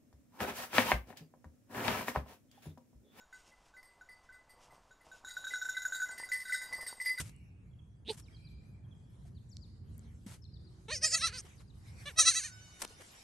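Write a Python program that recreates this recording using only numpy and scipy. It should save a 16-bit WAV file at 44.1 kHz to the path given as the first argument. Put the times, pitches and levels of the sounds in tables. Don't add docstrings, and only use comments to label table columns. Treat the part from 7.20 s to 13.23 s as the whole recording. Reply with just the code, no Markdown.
import sys
import numpy as np
from scipy import signal
from scipy.fft import rfft, irfft, next_fast_len
from scipy.io import wavfile
from scipy.ndimage import uniform_filter1d, map_coordinates

SR = 44100
rng = np.random.default_rng(int(sys.argv[2]) if len(sys.argv) > 2 else 0)


def log_audio(samples):
    frames = np.atleast_2d(samples).T
    limited = np.clip(frames, -1, 1)
    pcm = np.round(limited * 32767).astype(np.int16)
    wavfile.write(sys.argv[1], SR, pcm)


N = 266011
T = np.arange(N) / SR

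# t/s, rise/s, hold/s, level/dB, tilt/(dB/octave), thump gain/dB, thump f/Hz
PUFFS = [(0, 0.00035, .014, -39, 4, -36.5, 258), (.021, 0.0044, 0.067, -59.5, 3, -30, 88),
         (0.913, 0.0054, 0.027, -57.5, 3, -46, 200), (0.959, 0.019, 0.022, -57.5, 4, -56, 201),
         (2.051, .003, 0.027, -72.5, 2, -53, 650), (3.063, 0.00096, 0.084, -57.5, 2, -27, 183),
         (4.245, 0.0078, 0.016, -61, -0.5, -45, 354), (4.395, 0.0035, 0.021, -64.5, -0.5, -68, 410),
         (5.578, 0.031, .005, -50.5, 2.5, -54.5, 295), (5.616, 0.0024, 0.0055, -35, 2, -39, 703),
         (5.625, 0.0045, 0.016, -48, -0.5, -41, 337), (5.645, 0.0034, 0.0034, -41.5, 1, -54, 298),
         (5.704, 0.0047, 0.0066, -64, -3, -46.5, 418), (5.797, .012, 0.012, -56.5, 0, -43.5, 496)]
# f/Hz, level/dB
PUFF_SPECTRUM = [(240, -1), (400, 1), (796, -1.5), (860, 0.5), (1130, -2), (1470, -2), (4090, -9),
                 (8930, -9), (12300, -17.5), (13500, -36), (15500, -54)]
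# t/s, level/dB
DRONE_RIDE = [(0, -43.5), (.15, -54.5), (2.0, -52.5), (3.1, -51), (4.1, -53.5), (4.89, -53.5), (5.19, -63),
              (5.5, -54), (5.6, -60), (6.03, -68)]
BREEZE_RIDE = [(.14, -82), (.27, -88.5), (.84, -88.5), (1.03, -78.5), (1.31, -82.5), (1.51, -88),
               (2.03, -81.5), (2.2, -85), (2.6, -85), (2.84, -76.5), (3.04, -81.5), (3.36, -88),
               (3.66, -77), (4.23, -69), (4.36, -70.5), (4.46, -86), (4.74, -67.5), (5.33, -69),
               (6.03, -64.5)]
# f/Hz, level/dB
GRASS_SPECTRUM = [(1180, -9), (2000, -6), (2330, -4.5), (2670, -8.5), (3200, -6.5), (3440, -10.5),
                  (8980, -9), (10100, -14), (11500, -8), (13500, -87)]
LEAF_SPECTRUM = [(180, -4), (300, -4.5), (443, -7.5), (722, -7), (1850, -15.5), (2500, -32.5), (3250, -33),
                 (5500, -120)]
DRONE_SPECTRUM = [(12, -63), (20, -35.5), (57, 1), (107, 3), (159, -4.5), (188, -7.5), (220, -12.5),
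                  (254, -15.5), (450, -25.5), (580, -35), (990, -120)]
# f/Hz, left-right correlation
BED_CORRELATION = [(30, 0.8), (60, 1), (180, 0.85), (550, 0.26), (1650, -0.11), (4970, 0.55),
                   (15000, -0.54)]
# start t/s, end t/s, start f/Hz, end f/Hz, gain/dB
DRONE_TONES = [(0, 0.803, 178, 177.8, -69.5), (1.04, 1.4, 318, 321, -78.5),
               (2.138, 3.155, 213.5, 228.5, -64.5), (3.215, 3.85, 318, 324.4, -74.5),
               (3.284, 3.942, 358, 387, -72.5)]
# t/s, length/s, starting level/dB, f/Hz, warble depth/Hz
TRILLS = [(0, .62, -64, 2526, 236), (1.176, 0.72, -66, 2428, 71.2)]
# t/s, length/s, start f/Hz, end f/Hz, gain/dB, left-right/dB
SLIDES = [(1.019, 0.056, 5530, 3360, -70, 4), (1.05, 0.049, 3150, 1920, -80.5, -17),
          (1.128, 0.055, 5030, 3670, -72.5, 0), (1.237, 0.057, 4870, 3430, -71, 2),
          (2.147, 0.049, 4590, 3040, -74.5, 8), (2.409, .05, 4960, 3390, -72, 12),
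          (3.216, .053, 5440, 3480, -74, 12), (3.322, .054, 4930, 3430, -69.5, 11.5),
          (3.44, 0.06, 4850, 3560, -76.5, 13.5), (4.474, .042, 4920, 3400, -77.5, 8.5)]
DIVES = [(2.289, .058, 8360, 3790, -67, 7), (4.361, .044, 7130, 3670, -70.5, 12)]
CHIPS = [(.507, .038, 3370, 3220, -86, -10), (.588, 0.02, 3380, 3050, -73.5, -10),
         (1.129, 0.039, 3253, 3170, -72, -7), (1.639, 0.024, 3280, 3210, -81, -7),
         (1.712, .028, 3415, 3100, -71, -7)]
NOTE_SHAPES = [(.27, 1.05), (0.017, .85), (0.23, 1.15)]
# t/s, peak level/dB before panning, f/Hz, left-right/dB
STEM_TICKS = [(0.164, -53.5, 8800, 5), (2.369, -35, 4730, 3.5), (2.7806, -47.5, 11000, 7),
              (2.7935, -50, 7460, 8), (3.2424, -55, 4720, 11), (5.6189, -30, 8530, 3),
              (5.6224, -33, 8650, 6), (5.6307, -37, 8760, 1.5), (5.639, -39, 8610, 4),
              (5.678, -45, 5820, 6)]
# t/s, flap rate/Hz, whistle level/dB, thrum level/dB
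SNEEZE = [(.85, 176, -72, -70), (.864, 237, -60, -63), (.878, 200, -43, -54), (.886, 335, -49, -42),
          (.892, 470, -40.5, -42.5), (.9, 453, -41, -34), (.916, 427, -46, -42), (.923, 375, -55, -49),
          (.935, 650, -78, -70)]
# trough t/s, f/Hz, level/dB, mouth opening; crest t/s, f/Hz, level/dB, mouth opening;
# pitch hold before the crest/s, hold after/s, mouth surge/dB, nose/dB, breath/dB
QUAVERS = [
    [(3.690, 441.4, -49.5, -0.83, 3.727, 636.6, -42, 0.85, 0.0011, 0.0027, 3.4, -9.5, -7.5),
     (3.806, 495, -72, 0.63, 3.847, 650, -39.5, 0.52, .015, .012, 8, -11, -16.5),
     (3.902, 461.5, -60, 0.65, 3.951, 672.5, -40.5, 0.48, 0.019, 0.015, 9.4, -15.5, -4),
     (3.997, 517.4, -54.5, 0.47, 4.046, 678.5, -36.5, 0.2, 0.013, 0.013, 5.6, -27, -17),
     (4.113, 406, -58, 0.37, 4.155, 515, -50, 0.3, 0.02, 0.0055, 1, -14.5, 0.5)],
    [(4.863, 568, -50.5, 0.28, 4.88, 589, -44, 0.34, 0.0029, .003, 0.36, -13.5, -1.5)],
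    [(4.968, 630, -57.5, 0.48, 4.995, 670, -37, 0.067, 0.0173, 0.01005, 10.4, -16.5, -19.5),
     (5.041, 556.7, -48, .5, 5.081, 682.6, -37, 0.37, .019, 0.013, 9.7, -25, -19),
     (5.137, 515, -50.5, 0.61, 5.17, 662, -41, 0.56, .011, 0.011, 2, -33, -8),
     (5.224, 511, -54.5, 0.53, 5.252, 618, -46.5, 0.64, 0.0055, 0.0048, 0.43, -31, -8)],
]
# t/s, f/Hz, level/dB, mouth opening
PHRASE_ENDS = [(4.214, 402, -67.5, 0.18), (4.922, 432, -65, 0.47), (5.31, 446, -69.5, 0.45)]
# t/s, middle f/Hz, gain/dB, upper f/Hz, gain/dB
VOWELS = [
    [(3.69, 3800, -4.5, 5800, -19.5), (3.728, 4480, 1.5, 6300, -6), (3.778, 5430, 14.5, 6350, 4.5),
     (3.815, 4940, 3, 5850, -4), (3.832, 5000, 9, 5900, 8), (3.845, 4950, 10, 5900, 8.5),
     (3.87, 4880, 11, 7400, 8), (3.93, 5130, 11, 6770, 7), (3.955, 4690, 13.5, 6670, 5),
     (3.961, 3870, -3, 6650, 0.5), (3.975, 4300, -3.5, 6550, 7.5), (4.0, 3880, 4, 5800, 4.5),
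     (4.035, 4180, 2.5, 5370, -4), (4.078, 4070, 6, 5930, 4), (4.115, 4550, -14, 5970, -26),
     (4.14, 4550, -0.5, 6100, -14.5), (4.165, 4440, -3, 6080, -13.5), (4.19, 5190, 7.5, 6000, -2),
     (4.21, 5100, -17, 6250, -3)],
    [(4.86, 3680, 3.5, 5970, -15), (4.885, 3640, -1, 5970, -19), (4.915, 3850, -13, 6000, -22)],
    [(4.96, 4000, 0, 5850, -6), (4.995, 4130, 9.5, 5780, 14.5), (5.012, 3900, 10.5, 6300, 14.5),
     (5.045, 4100, 0.5, 5950, 6), (5.082, 4090, 14.5, 5920, 11), (5.105, 4100, 7, 6230, 9),
     (5.128, 4300, 3.5, 6230, 4), (5.15, 4330, -2, 6130, 6.5), (5.182, 4020, 9.5, 6340, 7),
     (5.208, 4500, -5, 6600, 3), (5.225, 4330, 2, 6200, 2), (5.255, 4350, -2, 6350, 1)],
]
# f/Hz, width/Hz, relative gain/dB
THROAT = [(2650, 1880, -4), (8720, 1000, -6), (10970, 310, -14.5)]
# f/Hz, level/dB
CLOSE_SIDE_SPECTRUM = [(400, -28), (1300, -10), (4400, -17.5), (8500, -4.5)]
# harmonic number, relative level/dB
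FAR_HARMONICS = [(1, -35), (2, 8.5), (3, -7), (4, 0), (5, 1), (6, -3.5), (7, 2.5), (8, 3), (9, -1),
                 (10, -4.5), (11, -28)]


def amp(db):
    return 10 ** (np.asarray(db) / 20)


def unit_rms(x):
    return x / np.sqrt(np.mean(x ** 2) + 1e-20)


def along(points, hz):
    f, values = np.transpose(points)
    return np.interp(np.log(hz + 1), np.log(f + 1), values)


def curves(rows, t=T, smooth=1):
    times, *columns = np.transpose(rows)
    return [uniform_filter1d(np.interp(t, times, c), size=smooth) for c in columns]


def wobble(rate):
    return map_coordinates(rng.standard_normal(int(N * rate / SR) + 4), [T * rate])


def filtered(x, response):
    size = next_fast_len(x.shape[-1] + 8192)
    return irfft(rfft(x, size) * response(np.fft.rfftfreq(size, 1 / SR)), size)[..., :x.shape[-1]]


def peak(f, hz, width):
    return 1j * f * width / (hz * hz - f * f + 1j * f * width + 1e-9)


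def panned(x, lr_db):
    return x * amp([[lr_db / 2], [-lr_db / 2]])


def scatter(x, t60, delay):
    t = np.arange(SR) / SR
    tail = rng.standard_normal((2, SR)) * amp(-60 * t / t60) * (t > delay)
    return signal.fftconvolve(x[None], tail / np.linalg.norm(tail[0]), axes=1)[:, :N]


def noise_bed(spectrum, patchy_db):
    bins = signal.stft(rng.standard_normal((2, N)), nperseg=512)[2]
    patches = uniform_filter1d(rng.standard_normal(bins.shape[1:]), size=6, axis=0)
    patches = unit_rms(uniform_filter1d(patches, size=10, axis=1))
    pair = signal.istft(bins * amp(patchy_db * patches), nperseg=512)[1][:, :N]
    spread = lambda f: np.arccos(np.clip(along(BED_CORRELATION, f), -1, 1)) / 2
    mid, side = filtered(pair, lambda f: amp(along(spectrum, f)) * [np.cos(spread(f)), np.sin(spread(f))])
    return unit_rms(np.array([mid + side, mid - side]))


def puffs(longest_fall_s=0.034):
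    out = np.zeros((2, N + SR))
    t = np.arange(SR // 4) / SR
    for start, rise, hold, db, tilt_db, thump_db, thump_hz in PUFFS:
        attack = np.clip(t / rise, 0, 1) ** 2
        release = np.exp(-2 * np.clip(t - rise - hold, 0, 1) / min(hold, longest_fall_s))
        mid, side, grain = rng.standard_normal((3, len(t)))
        grain_db = 2.5 * unit_rms(uniform_filter1d(grain, size=60))
        air = np.array([mid + 0.76 * side, mid - 0.41 * side]) * amp(grain_db)
        colour = lambda f: amp(along(PUFF_SPECTRUM, f) + tilt_db * np.log2(f / 4000 + .01))
        gust = attack * release * unit_rms(filtered(air, colour))
        cycles = thump_hz * (t + 0.0013 * (1 - np.exp(-t / 0.0079)))
        thump = t / 0.014 * np.exp(1 - t / 0.004) * np.sin(2 * np.pi * cycles)
        out[:, int(start * SR):][:, :len(t)] += amp(db) * gust + amp(thump_db) * thump
    return out[:, :N]


def meadow():
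    breeze_db, = curves(BREEZE_RIDE)
    drone_db, = curves(DRONE_RIDE)
    leaves_db = -74 + 0.34 * (breeze_db + 82)
    grass = amp(breeze_db + 4.5 + 1.6 * wobble(21)) * noise_bed(GRASS_SPECTRUM, patchy_db=4.0)
    leaves = amp(leaves_db + 1.5 * wobble(4.3)) * noise_bed(LEAF_SPECTRUM, patchy_db=1.5)
    drone = amp(drone_db + 1.32 * wobble(7)) * noise_bed(DRONE_SPECTRUM, patchy_db=0.27)
    return grass + leaves + panned(drone, -1.1)


def drone_tones():
    out = np.zeros(N)
    for start, end, start_hz, end_hz, db in DRONE_TONES:
        progress = np.clip((T - start) / (end - start), 0, 1)
        hz = start_hz + (end_hz - start_hz) * progress + 1.5 * wobble(21)
        swell = np.sqrt(abs(np.sin(np.pi * progress))) * (progress < 1)
        out += amp(db + 3.5 + 1.5 * wobble(6.5)) * swell * np.sin(2 * np.pi * np.cumsum(hz) / SR)
    return out


def birds(trill_fade_db_per_s=34):
    whistles = np.zeros((2, N))
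    for notes, (held, bend) in zip((SLIDES, DIVES, CHIPS), NOTE_SHAPES):
        for start, length, start_hz, end_hz, db, lr_db in notes:
            progress = np.arange(int(length * SR)) / (length * SR)
            fall = (np.clip(progress - held, 0, 1) / (1 - held)) ** bend
            hz = uniform_filter1d(start_hz * (end_hz / start_hz) ** fall, size=300, mode="nearest")
            envelope = np.sin(np.pi * progress) ** 0.44 * amp(db + 3.5 + 4.6 * wobble(138)[:len(hz)])
            note = envelope * np.sin(2 * np.pi * np.cumsum(hz) / SR)
            whistles[:, int(start * SR):][:, :len(note)] += panned(note, lr_db)
    trill = np.zeros(N)
    for start, length, db, hz, warble_hz in TRILLS:
        gate = (T >= start) * (T < start + length)
        level = amp(db - trill_fade_db_per_s * (T - start) + 0.93 * wobble(36.4))
        trill += gate * level * np.sin(2 * np.pi * np.cumsum(hz + warble_hz * wobble(60)) / SR)
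    echo = amp(-2.5) * scatter(whistles.mean(axis=0), t60=0.96, delay=0.02)
    return whistles + echo + scatter(trill, t60=0.47, delay=0)


def stem_ticks(t60=0.0019):
    out = np.zeros((2, N + SR))
    t = np.arange(400) / SR
    for start, db, hz, lr_db in STEM_TICKS:
        burst = rng.standard_normal(len(t)) * amp(-60 * t / t60)
        snap = filtered(burst, lambda f: peak(f, hz, 0.32 * hz) ** 2 * (f < 12500))
        out[:, int(start * SR):][:, :len(t)] += panned(amp(db) * snap / abs(snap).max(), lr_db)
    return out[:, :N]


def sneeze(nostril_hz=2970, climb_hz_per_s=26000, blast_s=.916, blast_db=-47.5):
    start, end = SNEEZE[0][0], SNEEZE[-1][0]
    span = slice(int(start * SR), int(end * SR))
    t = T[span]
    flap_hz, whistle_db, thrum_db = curves(SNEEZE, t)
    nose_hz = nostril_hz + climb_hz_per_s * (np.minimum(t, blast_s) - start)
    flaps = np.cumsum(flap_hz * (1 + 0.033 * wobble(300)[span])) / SR
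    since_flap = flaps % 1 / flap_hz
    spurt = amp(2 * rng.standard_normal(99))[flaps.astype(int)] * amp(-60 * since_flap / .006)
    nose_air, hiss_air = rng.standard_normal((2, len(t)))
    ring = spurt * (np.sin(2 * np.pi * nose_hz * since_flap) + .9 * nose_air)
    nose_eq = lambda f: peak(f, 2940, 1000) * peak(f, 4230, 2000) * peak(f, 2100, 2900)
    whistle = unit_rms(filtered(ring, nose_eq))
    phase = 2 * np.pi * flaps
    thrum = np.sin(phase) + 0.31 * np.sin(2 * phase + 1) + 0.095 * np.sin(phase / 2)
    hiss_eq = lambda f: (peak(f, 8700, 1500) ** 2 + 0.17 * peak(f, 6400, 5000)) * (f < 12300)
    hiss = unit_rms(filtered(hiss_air * (0.71 + spurt), hiss_eq))
    hiss_db = blast_db + np.minimum(635 * (t - blast_s), 2600 * (blast_s - t))
    flutter_db = 2.5 * wobble(200)[span]
    out = np.zeros(N)
    out[span] = amp(whistle_db) * whistle + amp(thrum_db + flutter_db) * thrum + amp(hiss_db) * hiss
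    return out


def quavering(quavers, end, t, longest_glide_s=0.05, surge_s=0.0087, creep_hz_per_s=480):
    columns = np.transpose(quavers)
    slack_s, slack_hz, slack_db, slack_mouth = np.c_[columns[:len(end)], end]
    crest_s, crest_hz, crest_db, crest_mouth, hold_before, hold_after, *timbre = columns[len(end):]
    crest = np.clip(np.searchsorted(slack_s, t, side="right") - 1, 0, len(crest_s) - 1)
    since = t - crest_s[crest]
    falling = since > 0
    trough = crest + falling
    span = abs(slack_s[trough] - crest_s[crest])
    held = np.where(falling, hold_after[crest], hold_before[crest])
    away = np.clip(abs(since) / span, 0, 1)
    glide = np.clip((abs(since) - held) / np.minimum(span - held, longest_glide_s), 0, 1)
    surge_db, nose_db, breath_db = (np.interp(t, crest_s, c) for c in timbre)
    surge_db = surge_db * np.exp(-(since / surge_s) ** 2)
    nose_db = nose_db + 7 * away
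    taut_hz = crest_hz[crest] + creep_hz_per_s * since - 3.5 * surge_db
    pitch = taut_hz + (slack_hz[trough] - taut_hz) * np.sin(np.pi / 2 * glide) ** 1.5
    db = crest_db[crest] + (slack_db[trough] - crest_db[crest]) * away ** np.where(falling, 1.25, 1.73)
    mouth = crest_mouth[crest] + (slack_mouth[trough] - crest_mouth[crest]) * away
    return uniform_filter1d([pitch, db, surge_db, nose_db, mouth, breath_db], size=7, axis=1)


def vocal_tract(f, t, vowel, mouth, surge_db):
    middle_hz, middle_db, upper_hz, upper_db = curves(vowel, t, smooth=11)
    (throat_hz, throat_width, throat_db), *treble = THROAT
    band = peak(f, 1150 + 950 * np.clip(mouth, -.5, 1), 750) ** 2
    band -= amp(throat_db) * peak(f, throat_hz, throat_width) ** 2
    tract = amp(surge_db) * band / np.sqrt(np.sum(abs(band) ** 2, axis=0))
    tract += amp(middle_db) * peak(f, middle_hz, 740) ** 2 - amp(upper_db) * peak(f, upper_hz, 1000) ** 2
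    tract += sum(amp(db + upper_db) * peak(f, hz, width) ** 2 for hz, width, db in treble)
    return tract * (1 - 0.58 * peak(f, 3320, 500))


def bleats(lead_in_s=.009, fade_s=0.0037, step=32):
    out = np.zeros(N)
    harmonic = np.arange(1, 25)[:, None]
    to_audio_rate = lambda x: uniform_filter1d(np.repeat(x, step, axis=-1), size=step, axis=-1)
    for quavers, end, vowel in zip(QUAVERS, PHRASE_ENDS, VOWELS):
        first, last = int((quavers[0][0] - lead_in_s) * SR), int(end[0] * SR)
        t = T[first:last:step]
        pitch, db, surge_db, nose_db, mouth, breath_db = quavering(quavers, end, t)
        f = harmonic * pitch
        partials = vocal_tract(f, t, vowel, mouth, surge_db)
        partials[0] = amp(nose_db)
        air = rng.standard_normal(f.shape) + 1j * rng.standard_normal(f.shape)
        leak_db = .055 * (640 - pitch)
        breath = amp(breath_db + leak_db) * uniform_filter1d(air, size=2, axis=1) * (f / 7000) ** 1.6
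        partials *= (1 + breath) * (f < 12300)
        jitter, shimmer = uniform_filter1d(rng.standard_normal((2, len(t))), size=4, axis=1)
        phase = 2 * np.pi * np.cumsum(to_audio_rate(pitch * (1 + .006 * jitter))) / SR
        voice = np.sum(np.real(to_audio_rate(partials) * np.exp(1j * harmonic * phase)), axis=0)
        fade = np.clip(np.minimum(t - t[0], t[-1] - t) / fade_s, 0, 1)
        out[first:][:len(voice)] = -np.sqrt(2) * to_audio_rate(fade * amp(db + 1.5 * shimmer)) * voice
    return out


def far_call(start=5, end=6, hz=752, sag_hz=50, db=-58, fade_db_per_s=12, attack_s=.07, release_s=0.155):
    swell = np.clip(np.minimum((T - start) / attack_s, (end - T) / release_s), 0, 1)
    pitch = hz - sag_hz * np.clip((T - start) / (end - start), 0, 1) ** 2.2
    phase = 2 * np.pi * np.cumsum(pitch * (1 + 0.0032 * wobble(60))) / SR
    narrow_db = -7 * np.clip((T - 5.37) / 0.022, 0, 1)
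    voice = sum(amp(level + (k == 2) * narrow_db + 4.5 * wobble(35)) * np.sin(k * phase + k * k)
                for k, level in FAR_HARMONICS)
    return amp(db - fade_db_per_s * (T - start)) * swell ** 2 * unit_rms(voice)


def scene():
    kid = bleats()
    far_kid = far_call()
    ground = amp(-13) * scatter(kid, t60=.03, delay=.001)
    side_phase = lambda f: np.pi * (1 - .5 * np.clip(f / 3000, 0, 1))
    side = filtered(kid, lambda f: amp(along(CLOSE_SIDE_SPECTRUM, f)) * np.exp(1j * side_phase(f)))
    near = panned(kid, -0.92) + side * [[1], [-1]] + ground + panned(sneeze(), -3.1)
    far = panned(far_kid, -0.67) + amp(1) * scatter(far_kid, t60=0.34, delay=0.0065)
    return near + far + puffs() + stem_ticks() + birds() + drone_tones() + meadow()


def record(dry):
    return filtered(dry, lambda hz: hz < 16290)


dry = scene()
out = record(dry)
log_audio(out)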